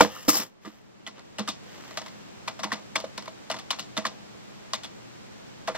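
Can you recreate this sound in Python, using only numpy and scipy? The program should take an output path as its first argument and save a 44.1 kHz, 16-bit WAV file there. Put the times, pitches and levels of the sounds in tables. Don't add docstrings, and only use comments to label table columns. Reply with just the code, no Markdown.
import sys
import numpy as np
from scipy import signal
from scipy.fft import rfft, irfft
from scipy.io import wavfile

SR = 44100
rng = np.random.default_rng(int(sys.argv[2]) if len(sys.argv) > 2 else 0)


def dump(signal):
    limited = np.clip(np.atleast_2d(signal).T, -1, 1)
    pcm = np.round(limited * 32767).astype(np.int16)
    wavfile.write(sys.argv[1], SR, pcm)


N = 254456
TIME = np.arange(N) / SR
FREQ = np.maximum(np.arange(N // 2 + 1) * SR / N, 1)

# frequency in Hz, density in dB per Hz,
# side over mid in dB.
HISS_COLOUR = [(25.8, -90.5, 11), (77, -76.5, 12), (173, -71.5, 9), (392, -75.5, 9.5), (990, -84, 3.5),
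               (2200, -88.5, 1.5), (5040, -93, 4.5), (7280, -96, 6), (8150, -98, 4.5), (9050, -104, 42),
               (12400, -99, 18), (15000, -106, 35.5)]
# frequency in Hz, width in Hz of
# a resonance that is applied twice, level in dB.
HUM_TONES = [(120.2, 4.4, -66), (208.4, 24, -62)]
# frequency in Hz, width in Hz, relative level in dB.
DRAG_MODES = [(1217, 110, 7), (1775, 180, 2.5), (2810, 330, 2), (5090, 135, -12.5)]
# start in seconds, swell in seconds, hold in seconds,
# fade by 60 dB in seconds, wash level in dB, squeak level in dB.
WASHES = [(0, 0.0015, 0.023, 0.16, -25, -30.5), (0.083, 0.048, 0.12, 0.45, -52, -48),
          (0.278, 0.0091, 0.016, 0.08, -32, -18), (0.313, 0.024, 0.046, 0.14, -35, -25.5),
          (0.387, 0.008, 0.031, 0.16, -40.5, -44), (0.605, 0.053, .03, 0.6, -53.5, -60),
          (1.143, 0.027, .025, .12, -51.5, -81), (1.61, 0.11, 0.18, 1.85, -50.5, -61)]
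# frequency in Hz, relative level in dB.
WASH_COLOUR = [(60, -21.5), (160, -2), (270, 5), (390, 3), (510, 6), (760, 2), (1190, 2.5), (1500, 0),
               (1900, 2), (2400, -4), (3000, 0.5), (4000, -5.5), (7000, -10.5), (15000, -38.5)]
# frequency in Hz, width in Hz, relative level in dB.
SQUEAK_MODES = [(4700, 150, -9.5), (4935, 41, -1.5), (5130, 140, 0.5), (5340, 50, 0), (5590, 170, 4),
                (6260, 170, 3.5), (7160, 560, 2.5), (8450, 89, -2), (12240, 410, 5.5), (12750, 100, 5),
                (12800, 1300, -6.5), (13750, 53, 3.5)]
# start in seconds, hold in seconds, pitch in Hz,
# glide in Hz per second, level in dB.
SQUEALS = [(0.289, .003, 5040, 12000, -21), (0.34, 0.013, 5330, -18000, -25.5),
           (0.359, 0.01, 5270, -9000, -35), (0.399, .018, 5460, 6000, -35.5)]
# frequency in Hz, width in Hz, level over the direct sound in dB.
CASE_MODES = [(210.3, 20, 6), (301.5, 24, 2), (484.6, 14, 1), (526, 5.1, -6), (642.5, 28, 3),
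              (780, 30, -10.5), (838, 7.6, -9), (942, 31, -4.5), (1057, 69, -0.5), (1124, 14, -9.5),
              (1202, 24, 2.5), (1385, 63, -6.5), (1620, 10, -10.5), (1770, 15, -17), (1988, 92, -0.5),
              (2200, 19, -6.5), (2340, 13, -5), (2920, 130, -11), (3430, 99, -2.5), (3643, 52, -2.5),
              (4190, 50, -3), (4900, 36, -8.5), (5400, 57, -2.5)]
# frequency in Hz, width in Hz,
# dB left at the centre.
CASE_DIPS = [(140, 22, -9.5), (416, 33, -7.5), (575, 12, -4)]
# frequency in Hz, relative level in dB,
# tail decay by 60 dB in seconds.
CONTACT_COLOUR = [(103, -14.5, .28), (148.1, -17, 0.31), (228, -3.5, 0.097), (390, -16, 0.18),
                  (650, -16, 0.23), (900, -12, 0.36), (1260, -12.5, 0.084), (2180, -12.5, 0.21),
                  (4130, -8, 0.15), (5800, -8.5, 0.27), (8560, -11.5, 0.039), (14400, -17, 0.086)]
# time in seconds, thud in dB, clack in dB, click in dB, ring in Hz, ring level in dB.
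KNOCKS = [(.0066, -32.5, -13, -25.5, 900, 4), (.0076, -28.5, -14, -14.5, 1435, 0),
          (.008, -25, -19, -25, 493.6, -1.5), (.0088, -25, -34, -19.5, 295, -9.5),
          (.0094, -39.5, -19.5, -16, 2200, -5.5), (.0125, -29.5, -21, -25, 1180, -13),
          (.018, -27, -17.5, -26.5, 640, -11.5), (.0255, -31.5, -27, -30, 650, -21.5),
          (.0385, -32.5, -38, -39.5, 496, -23.5), (.0465, -26, -21, -44.5, 460, -19.5),
          (.058, -32.5, -36, -44.5, 480, -20.5), (.165, -56.5, -47, -55.5, 1254, -28.5),
          (.2812, -32, -22.5, -25, 517, -14.5), (.2838, -33.5, -20.5, -18.5, 282, -10.5),
          (.287, -31.5, -26.5, -24, 560, -23), (.2918, -30, -22, -20.5, 1250, -13),
          (.3005, -46, -40, -27.5, 2150, -22.5), (.31, -44.5, -39, -31, 2100, -23),
          (.334, -50.5, -46.5, -50, 317, -27.5), (.3435, -44, -33.5, -44.5, 1066, -25.5),
          (.349, -44.5, -35.5, -40, 795, -27), (.356, -47, -31, -46, 320, -30),
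          (.3665, -45, -39.5, -32.5, 770, -27.5), (.376, -52, -48, -27, 2010, -31),
          (.393, -34, -36, -33, 260, -34.5), (.405, -47.5, -46, -37, 1076, -33),
          (.413, -37.5, -43, -34.5, 1250, -36)]
# time in seconds, clack in dB, click in dB,
# cap ring in Hz, cap ring in dB, plate pitch in Hz, plate level in dB, travel to the bottom in seconds,
# bottoming over first contact in dB, thud in dB, bottom ring in Hz, bottom ring in dB,
# time to settle in seconds, settling over bottoming in dB.
STROKES = [(0.6488, -43, -50, 1200, -35.5, 426, -40.5, 0.0052, 2, -38, 1900, -39, 0.0057, 0.5),
           (1.0652, -35, -36.5, 3117, -20.5, 974, -47, 0.0082, 0.5, -43.5, 1950, -27.5, 0.0075, -8.5),
           (1.3837, -25.5, -27.5, 2863, -26, 635, -32, 0.0093, -0.5, -25.5, 517, -28, 0.008, -17),
           (1.4756, -32, -26.5, 1667, -26, 1120, -38, 0.011, 0.5, -35, 3750, -27, 0.0044, -9.5),
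           (1.972, -22.5, -22.5, 4340, -18, 1116, -31, 0.0079, -12.5, -49, 690, -26.5, 0.0084, -11),
           (2.476, -27, -31.5, 4500, -24, 1020, -29, 0.0036, 2.5, -47, 2383, -22.5, 0.0037, -9),
           (2.5914, -28.5, -33.5, 3240, -32, 707, -34, 0.0074, -20, -45.5, 3670, -33, 0.0062, -14),
           (2.6321, -21, -25.5, 5530, -17, 1900, -46, 0.0071, -2.5, -34, 1090, -29.5, 0.0064, -12),
           (2.718, -22.5, -26.5, 1823, -13.5, 1110, -25.5, 0.0081, -1, -33, 4620, -22, 0.0074, -12),
           (2.9567, -17, -16.5, 2250, -11, 930, -28, 0.0068, -28, -40, 3383, -16, 0.012, -15),
           (3.4998, -23.5, -26, 4110, -19.5, 670, -26.5, 0.013, -1.5, -40.5, 2910, -16.5, 0.008, -7),
           (3.705, -22.5, -18.5, 3010, -11.5, 1060, -27.5, 0.0062, -4.5, -56, 4000, -10.5, 0.009, -16),
           (3.793, -34, -25, 2894, -22.5, 870, -55, 0.0059, -8, -44, 3460, -40, 0.0078, -9),
           (3.967, -23.5, -28.5, 3750, -20, 1170, -43, 0.0079, 3, -29.5, 3520, -15.5, 0.0055, -9.5),
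           (4.051, -23, -24.5, 1816, -15, 1110, -24, 0.0043, -4.5, -37.5, 1620, -24.5, 0.0088, 1),
           (4.7337, -22.5, -21, 4740, -11.5, 1073, -26.5, 0.0064, -8, -43.5, 3730, -14, 0.011, -6.5),
           (4.8335, -37.5, -36, 3337, -30.5, 1180, -45, 0.0093, -1.5, -61, 3420, -25, 0.0094, -3),
           (5.6745, -25, -27, 3010, -31, 1760, -31, 0.0059, -7, -42.5, 698, -18, .006, 0),
           (5.747, -26, -35, 1620, -29, 647, -33.5, 0.0075, -1, -44, 3720, -30.5, 0.0086, -3)]
# time in seconds, clack in dB, click in dB, ring in Hz, ring level in dB.
TAPS = [(0.659, -41.5, -64, 1236, -41.5), (0.6657, -59, -55.5, 1800, -43),
        (0.675, -45.5, -50, 324.4, -31.5), (0.681, -56, -50, 1506, -49), (0.696, -52, -61, 1298, -50),
        (1.191, -42.5, -45, 669, -43), (1.402, -31, -53, 470, -25.5), (1.4814, -24, -31, 1264, -27.5),
        (1.4985, -42, -28.5, 3690, -21), (1.9077, -35, -40, 1080, -40), (2.014, -32.5, -37, 627, -34),
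        (2.061, -34, -37, 589, -39), (2.067, -49, -42, 1060, -42), (2.081, -51, -39, 2020, -37),
        (2.5995, -52, -39, 4030, -27), (2.6491, -38, -42, 330, -29), (2.6607, -46, -52, 839, -29),
        (2.672, -49, -54, 940, -37), (2.683, -52, -52, 900, -34), (2.703, -35.5, -44, 1150, -44),
        (2.755, -52, -43, 910, -37), (2.9535, -25, -34, 2070, -37), (3.0008, -37, -31, 574, -32),
        (3.0405, -31.5, -37.5, 553, -20.5), (3.05, -59, -47, 577, -34), (3.176, -25.5, -25.5, 4700, -35),
        (3.223, -39.5, -39, 4780, -32), (3.256, -38.5, -40, 3600, -43), (3.2765, -38, -46, 2210, -31),
        (3.2782, -41, -37, 990, -26), (3.281, -44, -53, 652, -31.5), (3.541, -28.5, -35, 1004, -34.5),
        (3.5635, -34, -36, 626, -33.5), (3.587, -34, -33, 3070, -30), (3.596, -48, -36, 1800, -39),
        (3.729, -32.5, -45, 972, -33), (3.7864, -32, -33, 794, -34), (3.972, -28, -36, 3680, -27),
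        (3.9865, -36, -37, 636, -24.5), (4.043, -43, -46, 1194, -33), (4.8378, -39.5, -35, 3500, -26.5),
        (4.845, -46, -45, 3750, -26), (5.6818, -23.5, -39, 1109, -20), (5.6923, -33, -51, 556, -22.5),
        (5.7, -40, -50.5, 531, -25.5), (5.7065, -37, -58, 660, -36.5)]
# frequency in Hz, side over mid in dB, left over right in dB.
MIC_PAIR = [(100, 4, -8.5), (250, -3.5, -6), (600, -8, -1), (1500, -7, -.5), (3120, -2.5, 2),
            (4770, 2.5, 3), (9800, 15.5, 1.5), (12900, 9, 1.5)]

HUSH_S, HUSH_FALL_S, HUSH_DB, RECOVER_DB_PER_S = 0.47, 0.49, -10, 8.5
HISS_TRIM_DB, HISS_TREBLE_DB, TREBLE_EXTRA_DIP = 0.5, 0.5, 0.67
DRAG_S, DRAG_DB = 0.076, -46.5
CRACKLE_PER_S, CRACKLE_SCATTER_DB, CRACKLE_DB, CRACKLE_DECAY_S = 310, 4.5, -3.5, 0.00073
SQUEAL_WIDTH_HZ, SQUEAL_RISE_S, SQUEAL_T60_S = 340, .002, .05
THUMP_HZ, THUMP_RISE_S, THUMP_T60_S, THUMP_DB = 211.4, .004, .17, -4.5
PLATE_LAG_S, PLATE_PEAK_S = .0015, 0.0027
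RING_BLUR = 1.2
FIRST_THUD_DB, BOTTOM_THUD_DB = -6.5, -2
BOTTOM_CLICK_DB = 3.5
TAP_THUD_DB = -13
TOP_HZ = 15600


def undb(db):
    return 10 ** (np.asarray(db) / 20)


def over_hz(table, hz):
    points, *columns = np.transpose(table)
    return [np.interp(np.log(hz), np.log(points), column) for column in columns]


def shaped(x, response):
    return irfft(rfft(x) * response, N)


def unit(x):
    return x / np.sqrt(np.mean(x ** 2, axis=-1, keepdims=True))


def resonances(modes):
    return sum(undb(db) / (1 + 1j * hz / width * (FREQ / hz - hz / FREQ)) for hz, width, db in modes)


def mid_side(side_db):
    mid = 1 / np.sqrt(1 + undb(2 * side_db))
    return mid, mid * undb(side_db)


def swell(start, swell_s, hold_s, t60):
    age = TIME - start
    fading = np.maximum(age - swell_s - hold_s, 0)
    return np.clip(age / swell_s, 0, 1) * np.exp(-np.log(1000) * fading / t60)


def uneven(scatter_db, hold, *shape):
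    steps = rng.standard_normal((*shape[:-1], shape[-1] // hold + 1))
    return undb(scatter_db * np.repeat(steps, hold, axis=-1)[..., :shape[-1]])


def background(treble_hz=2000):
    db, side_db = over_hz(HISS_COLOUR, FREQ)
    sinking = np.clip(1 + (TIME - HUSH_S) / HUSH_FALL_S, 0, 1)
    recovery_db = RECOVER_DB_PER_S * np.maximum(TIME - HUSH_S, 0)
    dip_db = sinking * np.minimum(HUSH_DB + recovery_db, 0)
    density = undb(db) * np.sqrt(SR / 2)
    hiss = shaped(rng.standard_normal((2, N)), density * np.array(mid_side(side_db)))
    low = shaped(hiss, 1 / (1 + (FREQ / treble_hz) ** 2))
    treble = (hiss - low) * undb(HISS_TREBLE_DB + TREBLE_EXTRA_DIP * dip_db)
    mid, side = low + treble
    for hz, width, hum_db in HUM_TONES:
        hum = shaped(rng.standard_normal(N), resonances([(hz, width, 0)]) ** 2)
        mid = mid + undb(hum_db) * unit(hum)
    return np.array([mid + side, mid - side]) * undb(HISS_TRIM_DB + dip_db)


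def dragging():
    rasp = unit(shaped(rng.standard_normal((2, N)), resonances(DRAG_MODES)))
    return rasp * undb(DRAG_DB) * swell(DRAG_S, swell_s=0.037, hold_s=0.075, t60=0.41)


def crackle():
    sizes = undb(CRACKLE_SCATTER_DB * rng.uniform(-1, 1, N))
    impulses = (rng.random(N) < CRACKLE_PER_S / SR) * sizes
    bursts = signal.lfilter([1], [1, -np.exp(-1 / (CRACKLE_DECAY_S * SR))], impulses)
    return unit(bursts * rng.standard_normal((2, N)))


def washes(grain_db=-3.0, flutter_db=1.5):
    grains = uneven(grain_db, SR // 1000, N) * rng.standard_normal((2, N))
    grains = grains * uneven(flutter_db, SR // 250, N)
    grains = unit(grains) + undb(CRACKLE_DB) * crackle()
    wash = unit(shaped(grains, undb(over_hz(WASH_COLOUR, FREQ)[0])))
    squeak = unit(shaped(grains, resonances(SQUEAK_MODES)))
    out = np.zeros((2, N))
    for start, swell_s, hold_s, t60, wash_db, squeak_db in WASHES:
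        out += swell(start, swell_s, hold_s, t60) * (wash * undb(wash_db) + squeak * undb(squeak_db))
    return out


def squeals():
    out = np.zeros((2, N))
    for start, hold_s, hz, glide, db in SQUEALS:
        pitch = hz + glide * np.clip(TIME - start, 0, hold_s + SQUEAL_T60_S / 2)
        rough = unit(shaped(rng.standard_normal((2, N)), 1 / (1 + (FREQ / SQUEAL_WIDTH_HZ) ** 2)))
        phase = 2 * np.pi * np.cumsum(pitch) / SR
        note = (1 + 0.44 * rough) * np.sin(phase + 0.88 * rough[::-1])
        out += undb(db) * swell(start, SQUEAL_RISE_S, hold_s, SQUEAL_T60_S) * note
    return out


def case():
    dips = [1 - (1 - undb(db)) * resonances([(hz, width, 0)]) for hz, width, db in CASE_DIPS]
    return (1 + resonances(CASE_MODES)) * np.prod(dips, axis=0)


def thumps():
    out = np.zeros((2, N))
    for start, _, _, _, _, _, _, travel_s, _, thud_db, *_ in STROKES:
        bottom = start + travel_s
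        swing = np.sin(2 * np.pi * THUMP_HZ * (TIME - bottom))
        out[0] += undb(thud_db + THUMP_DB) * swell(bottom, THUMP_RISE_S, 0, THUMP_T60_S) * swing
    return out


def plate():
    out = np.zeros((2, N))
    for start, _, _, _, _, hz, db, *_ in STROKES:
        age = np.maximum(TIME - start - PLATE_LAG_S, 0)
        progress = age / PLATE_PEAK_S
        flex = (progress * np.exp(1 - np.minimum(progress, 20))) ** 2
        out[0] += undb(db) * flex * np.sin(2 * np.pi * hz * age)
    return out


def struck_rings(ring_hz, ring_db, ring_s, rise, t):
    hz = ring_hz[:, None]
    life = ring_s * (1000 / hz) ** 0.5
    steps = rng.standard_normal((len(hz), len(t)))
    wander = RING_BLUR * np.cumsum(steps, axis=1) * hz / SR
    return undb(ring_db)[:, None] * np.sin(2 * np.pi * hz * t + wander) * rise * np.exp(-t / life)


def contact_level(thud, clack, click, top_db, hz):
    hardness = 0.14
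    top = click + top_db + hardness * (click - clack)
    curve = [(300, thud), (560, clack), (1700, clack), (3200, click), (5000, click), (12000, top)]
    return over_hz(curve, hz)[0]


def contacts(table, crack_s, tail_db, ring_s, top_db, grain_db):
    size = SR // 3
    t = np.arange(size) / SR
    times, thud_db, clack_db, click_db, ring_hz, ring_db = np.transpose(table)
    centres = 100 * 2 ** (np.arange(15) / 2)
    chatter = uneven(grain_db, SR // 1000, len(times), 1, size)
    noise = chatter * rng.standard_normal((len(times), 2, size))
    own_db = rng.standard_normal((len(times), len(centres)))
    rise = 1 - np.exp(-t / 0.00086)
    ring = struck_rings(ring_hz, ring_db, ring_s, rise, t)
    hits = np.stack([ring, 0 * ring], axis=1)
    snap = undb(-0.3 * (click_db - clack_db))[:, None, None]
    level_window_s = .0025
    for band, hz in enumerate(centres):
        colour_db, t60 = over_hz(CONTACT_COLOUR, hz)
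        db = np.array([contact_level(thud, clack, click, top_db, hz)
                       for thud, clack, click in zip(thud_db, clack_db, click_db)])
        crack = np.exp(-t / (crack_s * snap * (1000 / hz) ** 0.032))
        tail = undb(tail_db - 60 * t / t60)
        edges = [hz / 2 ** (1 / 4), hz * 2 ** (1 / 4)]
        sos = signal.butter(2, edges, "band", fs=SR, output="sos")
        rattle = unit(signal.sosfilt(sos, noise * rise * (crack + tail)))
        rattle = rattle * np.sqrt(level_window_s * SR / size)
        gain = undb(db + colour_db + own_db[:, band])[:, None, None]
        hits = hits + (-1) ** band * rattle * gain
    out = np.zeros((2, N + size))
    for time, hit in zip(times, hits):
        start = max(int(time * SR), 0)
        out[:, start:start + size] += hit
    return out[:, :N]


def keystrokes():
    rows = []
    for (start, clack, click, cap_hz, cap_db, _, _, travel_s, bottom_db, thud,
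         bottom_hz, bottom_ring_db, settle_s, settle_db) in STROKES:
        rows.append((start, thud + FIRST_THUD_DB, clack, click, cap_hz, cap_db))
        bottom = start + travel_s
        for at, db in [(bottom, 0), (bottom + settle_s, settle_db)]:
            rows.append((at, thud + BOTTOM_THUD_DB + db, clack + bottom_db + db,
                         click + bottom_db + BOTTOM_CLICK_DB + db, bottom_hz, bottom_ring_db + db))
    for start, clack, click, hz, ring_db in TAPS:
        rows.append((start, clack + TAP_THUD_DB, clack, click, hz, ring_db))
    return rows


def microphones(sound):
    side_db, left_db = over_hz(MIC_PAIR, FREQ)
    mid_gain, side_gain = mid_side(side_db)
    direct, scattered = rfft(sound)
    direct_share = .66
    mid = mid_gain * direct
    lagging = -1j * np.sqrt(direct_share) * direct
    side = side_gain * (lagging + np.sqrt(1 - direct_share) * scattered)
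    left = (mid + side) * undb(left_db / 2)
    right = (mid - side) * undb(-left_db / 2)
    return irfft(np.array([left, right]), N)


def scene():
    surface = dragging() + washes() + squeals()
    knocks = contacts(KNOCKS, crack_s=0.0015, tail_db=-22, ring_s=0.0027, top_db=0, grain_db=-2.0)
    keys = contacts(keystrokes(), crack_s=0.005, tail_db=-12.0, ring_s=0.0033, top_db=-3.5, grain_db=3.5)
    through_case = shaped(knocks + keys + plate(), case())
    return background() + microphones(surface + thumps() + through_case)


def record(dry, dip_hz=9850, dip_half_width_hz=800):
    order = 8
    offset_hz = np.abs(FREQ - dip_hz) + 1
    dipped = shaped(dry, 1 / np.sqrt(1 + (dip_half_width_hz / offset_hz) ** order))
    top_cut = signal.ellip(8, .2, 70, TOP_HZ, fs=SR, output="sos")
    return signal.sosfilt(top_cut, np.clip(dipped, -1, 1))


dry = scene()
out = record(dry)
dump(out)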